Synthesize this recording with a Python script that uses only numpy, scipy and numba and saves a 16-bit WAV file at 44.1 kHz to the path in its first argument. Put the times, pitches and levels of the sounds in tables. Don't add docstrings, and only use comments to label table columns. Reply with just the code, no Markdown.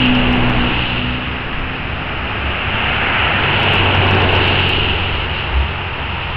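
import sys
import numpy as np
from scipy import signal
from scipy.fft import rfft, irfft
from scipy.io import wavfile
from scipy.ndimage import uniform_filter1d, minimum_filter1d
from numba import njit

SR = 44100
rng = np.random.default_rng(int(sys.argv[2]) if len(sys.argv) > 2 else 0)


def output_pcm(signal):
    pcm = np.clip(np.atleast_2d(signal).T, -1, 1) * 32767
    wavfile.write(sys.argv[1], SR, np.round(pcm).astype(np.int16))


N = 280608
TIME_S = np.arange(N) / SR
SOUND_M_S = 343

# time abreast in seconds, speed in m/s, closest distance in m, tyre gain in dB.
LEAVING_PATH = (0.3751, 12.5, 5, -4)
PICKUP_PATH = (4, 13, 7, 0)
# time in seconds, cycle rate in Hz, fourth-order boom gain in dB.
LEAVING_ENGINE = [(0.0, 63.5, -22), (0.06, 62.4, -18), (0.19, 62.3, -16.5), (0.25, 61.9, -22.5),
                  (0.31, 61.6, -20.5), (0.49, 61.2, -18.5), (0.53, 61.0, -28.5), (0.63, 60.2, -18),
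                  (0.76, 61.4, -32), (1.02, 62.0, -25), (1.24, 62.6, -29.5), (1.34, 63.4, -36),
                  (1.57, 64.7, -34), (2.4, 65.24, -39.5)]
# multiple of the base rate, relative level in dB.
EXHAUST_ORDERS = [(1, -4.5), (2, -1), (3, -7.5), (7, -14.5), (8, -17.5), (9, -15.5)]
HUM_ORDERS = [(2, -0.5), (3, -8), (4, -18.5)]
GROWL_ORDERS = [(3, -1.5), (4, -9), (5, -13.5)]
# frequency in Hz, relative density in dB.
ROAR_SPECTRUM = [(50, -15.5), (100, 2.5), (170, -2), (220, 0.5), (295, -5), (370, -3), (510, -5),
                 (580, -4.5), (720, -1.5), (860, 0), (1050, -4.5), (1300, -5), (2000, -25.5)]
SWISH_SPECTRUM = [(600, -17), (950, -3.5), (1330, 2), (1650, 0.5), (1950, -1), (2300, 0.5), (2620, 2),
                  (3000, -13.5), (3600, -34), (5000, -44)]
SPRAY_SPECTRUM = [(1700, -33), (2300, -19.5), (2570, -2), (2810, 2), (3000, -1.5), (3170, -6.5),
                  (3400, -13), (4000, -34), (5500, -51.5)]
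MIST_SPECTRUM = [(2600, -19), (3200, -0.5), (3600, 4.5), (4000, -1), (4400, -6.5), (4750, -13.5),
                 (5100, -24), (5500, -28.5), (5900, -45.5), (6300, -69)]
WASH_SPECTRUM = [(20, -5.5), (80, 11), (140, 7.5), (220, 0.5), (290, -2.5), (380, -2), (560, -1.5),
                 (850, -9.5), (1080, -1), (1350, -0.5), (2000, -2), (2750, -2.5), (3400, -32),
                 (5100, -26.5), (6100, -49)]
WIND_SPECTRUM = [(4, -6.5), (12, 5), (25, -4), (45, -7), (80, -26), (200, -37), (600, -70.5)]
# bearing in degrees (negative on approach), roar, swish, spray, mist in dB.
TYRE_BEAM = [(-74, -17, -18, -21.5, -38), (-68, -15.5, -14, -15.5, -36), (-56.5, -16, -11, -18, -37),
             (-44, -17.5, -16, -17, -36), (-11.5, -17, -19.5, -19.5, -38), (13.5, -16, -19.5, -21.5, -35),
             (44, -17.5, -17.5, -15.5, -30), (57.5, -20, -20.5, -15, -30.5), (75, -21, -17.5, -20.5, -36)]
# centre in seconds, width in seconds, boost in dB.
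SPRAY_SWELLS = [(.02, .15, 6), (.17, .05, 3), (.68, 0.16, 0), (3.69, 0.16, 2.5), (4.76, .36, 1.5),
                (5.39, 0.16, 2.5), (6.3, 0.9, 4.5)]
# centre in seconds, width in seconds, boost in dB.
DRONE_SWELLS = [(1.92, .16, 10), (2.25, .08, 7.5), (2.48, .16, 8.5), (3.25, .4, 4), (5.6, .22, 6),
                (5.91, 0.087, 6.5), (6.27, 0.26, 5.5)]
# peak time in seconds, level in dB.
GUSTS = [(.24, -19), (.58, -18.5), (.84, -30.5), (1.55, -22), (1.77, -33.5), (3.06, -30.5), (3.79, -27.5),
         (4.08, -25), (4.51, -25), (5.079, -25), (5.28, -28.5), (6.34, -34)]
# time in seconds, relative level in dB.
CLICKS = [(0.0303, -46), (0.0598, -39), (0.1506, -42.5), (0.2962, -45), (0.3282, -35), (0.3666, -39),
          (0.4985, -34), (0.5254, -45), (3.465, -50), (3.5034, -40), (3.6007, -36), (3.633, -31.5),
          (3.7373, -27), (3.7547, -32), (3.8452, -37), (3.8926, -45), (3.9479, -44), (3.9769, -40),
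          (4.0692, -50), (4.1106, -34), (4.1485, -50), (4.2126, -46), (4.3261, -35), (4.353, -41),
          (4.3794, -43), (4.4764, -33), (4.6, -36), (4.6929, -25.5)]
TICKS = [(.061, -31), (.152, -27.5), (.33, -31.5), (.499, -34), (3.633, -29), (3.755, -32), (3.95, -28.5),
         (4.07, -30.5), (4.112, -27.5), (4.15, -25.5), (4.22, -30), (4.354, -28.5), (4.366, -29),
         (4.478, -35.5), (4.693, -29.5)]
# bearing in degrees, exhaust hum, growl, exhaust gas in dB.
PICKUP_BEAM = [(-76, -23.5, -29, -44.5), (-66.5, -23, -26.5, -43), (-44, -23, -27, -27.5),
               (-26.5, -19, -30, -27), (7.5, -18, -29, -22.5), (49.5, -18, -26.5, -23),
               (63, -18.5, -34.5, -25.5), (72.5, -18, -40, -27.5)]


def undb(db):
    return 10 ** (np.asarray(db) / 20)


def unit(x):
    return x / np.sqrt(np.mean(x ** 2))


def lookup(table, at):
    axis, *columns = np.transpose(table)
    return [np.interp(at, axis, column) for column in columns]


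def swells_db(table):
    return sum(db * np.exp(-(2 * (TIME_S - centre_s) / width_s) ** 2) for centre_s, width_s, db in table)


def noise():
    return rng.standard_normal(N)


def colour(x, spectrum):
    hz, db = np.transpose(spectrum)
    bins_hz = np.maximum(np.arange(N // 2 + 1) * SR / N, 1)
    gain_db = np.interp(np.log(bins_hz), np.log(hz), db, right=-np.inf)
    return unit(irfft(rfft(x) * undb(gain_db), N))


def walk(rate_hz):
    hold = int(SR / rate_hz)
    steps = np.repeat(noise()[:N // hold + 1], hold)
    return unit(uniform_filter1d(uniform_filter1d(steps, hold), hold)[:N])


@njit
def bandpass(x, centre_hz, width_hz):
    y = np.empty(len(x))
    band_state, low_state = 0., 0.
    for i in range(len(x)):
        g, damping = np.tan(np.pi * centre_hz[i] / SR), width_hz / centre_hz[i]
        band = (band_state + g * (x[i] - low_state)) / (1 + g * (g + damping))
        band_state = 2 * band - band_state
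        low_state += 2 * g * band
        y[i] = damping * band
    return y


def resonant_noise(hz, width_hz):
    centre_hz, width_hz = np.full(N, float(hz)), float(width_hz)
    return unit(bandpass(bandpass(noise(), centre_hz, width_hz), centre_hz, width_hz))


def passing(path, behind_m=0):
    abreast_s, speed_m_s, closest_m, _ = path
    along_m = speed_m_s * (TIME_S - abreast_s) - behind_m
    bearing_rad = np.arctan2(along_m, closest_m)
    doppler = 1 / (1 + speed_m_s * np.sin(bearing_rad) / SOUND_M_S)
    return np.hypot(along_m, closest_m) / closest_m, np.degrees(bearing_rad), doppler


def engine(hz, orders, jitter, flutter_db):
    phase = 2 * np.pi * np.cumsum(hz * (1 + jitter * walk(25))) / SR
    tone = np.zeros(N)
    for order, db in orders:
        tone += undb(db + flutter_db * walk(11)) * np.sin(order * phase + 2 * np.pi * rng.random())
    return np.sqrt(2) * tone


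def leaving_vehicle(fade_db_per_s=4.5, boom_hold_s=1.8):
    hz, boom_db = lookup(LEAVING_ENGINE, TIME_S)
    distance_ratio, bearing_deg, _ = passing(LEAVING_PATH)
    rearward_db = 2.5 * np.sin(np.radians(bearing_deg))
    exhaust_db = -19 - fade_db_per_s * TIME_S + rearward_db
    exhaust = engine(hz, EXHAUST_ORDERS, jitter=.009, flutter_db=1)
    rasp = resonant_noise(hz=308, width_hz=63) * undb(-8.5)
    boom = engine(hz, [(4, .35)], jitter=.004, flutter_db=2.14)
    boom_fade_db = fade_db_per_s * np.maximum(TIME_S - boom_hold_s, 0)
    return (exhaust + rasp) * undb(exhaust_db) / distance_ratio + boom * undb(boom_db - boom_fade_db)


def droplets(per_s, scatter_db):
    hits = rng.random(N) < per_s / SR
    return unit(hits * noise() * undb(scatter_db * noise()))


def ground_bounce(direct, distance_ratio, abreast_hz=1263, width_hz=250., depth=.43):
    return direct - depth * bandpass(direct, abreast_hz / distance_ratio ** .2, width_hz)


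def tyres(path):
    *_, tyre_db = path
    distance_ratio, bearing_deg, _ = passing(path)
    roar_db, swish_db, spray_db, mist_db = lookup(TYRE_BEAM, bearing_deg)
    surge = walk(22)
    swell_db = swells_db(SPRAY_SWELLS)
    roar = colour(noise(), ROAR_SPECTRUM) * undb(roar_db + .5 * walk(12))
    swish = colour(noise(), SWISH_SPECTRUM) * undb(swish_db + .28 * walk(14))
    spray = colour(droplets(per_s=16000, scatter_db=3.5), SPRAY_SPECTRUM)
    spray *= undb(spray_db + swell_db + .3 * surge)
    mist = colour(droplets(per_s=8000, scatter_db=.5), MIST_SPECTRUM)
    mist *= undb(mist_db + swell_db + .98 * surge)
    direct = (roar + swish + spray + mist) * undb(tyre_db) / distance_ratio
    return ground_bounce(direct, distance_ratio)


def distant_traffic(drone_rise_db_per_s=.52, approach_db_per_s=1.92):
    tone = engine(66.9, [(1, 0)], jitter=.038, flutter_db=5)
    drone = 1.4 * tone + .6 * resonant_noise(hz=74.5, width_hz=59)
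    drone *= undb(-37.5 + drone_rise_db_per_s * TIME_S + swells_db(DRONE_SWELLS))
    oncoming = resonant_noise(hz=895, width_hz=300) * undb(-42.5 + approach_db_per_s * TIME_S)
    wash = colour(noise(), WASH_SPECTRUM) * undb(-27.5 + .42 * walk(5.6))
    return drone + oncoming + wash


def wind(breeze_db=-33.5, attack_s=.085, release_s=.13):
    power = undb(breeze_db) ** 2
    for peak_s, db in GUSTS:
        envelope = np.exp(-np.maximum((peak_s - TIME_S) / attack_s, (TIME_S - peak_s) / release_s))
        power = power + undb(db) ** 2 * envelope
    return colour(noise(), WIND_SPECTRUM) * np.sqrt(power) * undb(walk(12))


def clicks(gain_db=11, band_hz=(3000, 11000)):
    spikes = np.zeros(N)
    for time_s, db in CLICKS:
        spikes[int(time_s * SR)] = undb(db + gain_db)
    return signal.sosfilt(signal.butter(1, band_hz, "bandpass", fs=SR, output="sos"), spikes)


def ticks(pitch_hz=5050, half_width_s=.00044):
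    out = np.zeros(N)
    lag_s = np.arange(-88, 89) / SR
    envelope = np.exp(-(lag_s / half_width_s) ** 2)
    for time_s, db in TICKS:
        detune, phase = rng.standard_normal(2)
        cycles = np.cos(2 * np.pi * (pitch_hz * (1 + .02 * detune) * lag_s + phase))
        start = int(time_s * SR) - len(lag_s) // 2
        out[start:start + len(lag_s)] += undb(db) * envelope * cycles
    return out


def pickup(steady_shaft_hz=46.66, coast_hz_per_s=1.15, coast_until_s=3.6, tailpipe_m=1.4):
    distance_ratio, bearing_deg, doppler = passing(PICKUP_PATH, behind_m=tailpipe_m)
    shaft_hz = steady_shaft_hz + coast_hz_per_s * np.maximum(coast_until_s - TIME_S, 0)
    heard_hz = shaft_hz * doppler
    hum_db, growl_db, gas_db = lookup(PICKUP_BEAM, bearing_deg)
    hum = engine(heard_hz, HUM_ORDERS, jitter=.0076, flutter_db=1.5)
    growl = engine(heard_hz, GROWL_ORDERS, jitter=.012, flutter_db=1.5)
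    firing = 1 + .5 * np.sin(2 * np.pi * np.cumsum(2 * heard_hz) / SR)
    gas = unit(resonant_noise(hz=376, width_hz=153) * firing)
    return (hum * undb(hum_db) + growl * undb(growl_db) + gas * undb(gas_db)) / distance_ratio


def limiter(x, threshold):
    gain = minimum_filter1d(threshold / np.maximum(np.abs(x), threshold), size=201)
    return x * uniform_filter1d(uniform_filter1d(gain, size=101), size=101)


def scene():
    vehicles = tyres(LEAVING_PATH) + leaving_vehicle() + tyres(PICKUP_PATH) + pickup()
    return (vehicles + distant_traffic() + wind() + ticks())[None]


def record(dry):
    band_hz, top_hz = 6000, 15800
    in_band = np.arange(N // 2 + 1) * SR / N < band_hz
    narrow = irfft(rfft(limiter(dry, threshold=.72)) * in_band, N)
    top_cut = signal.ellip(8, .2, 70, top_hz, fs=SR, output="sos")
    return signal.sosfilt(top_cut, narrow + clicks())


dry = scene()
out = record(dry)
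output_pcm(out)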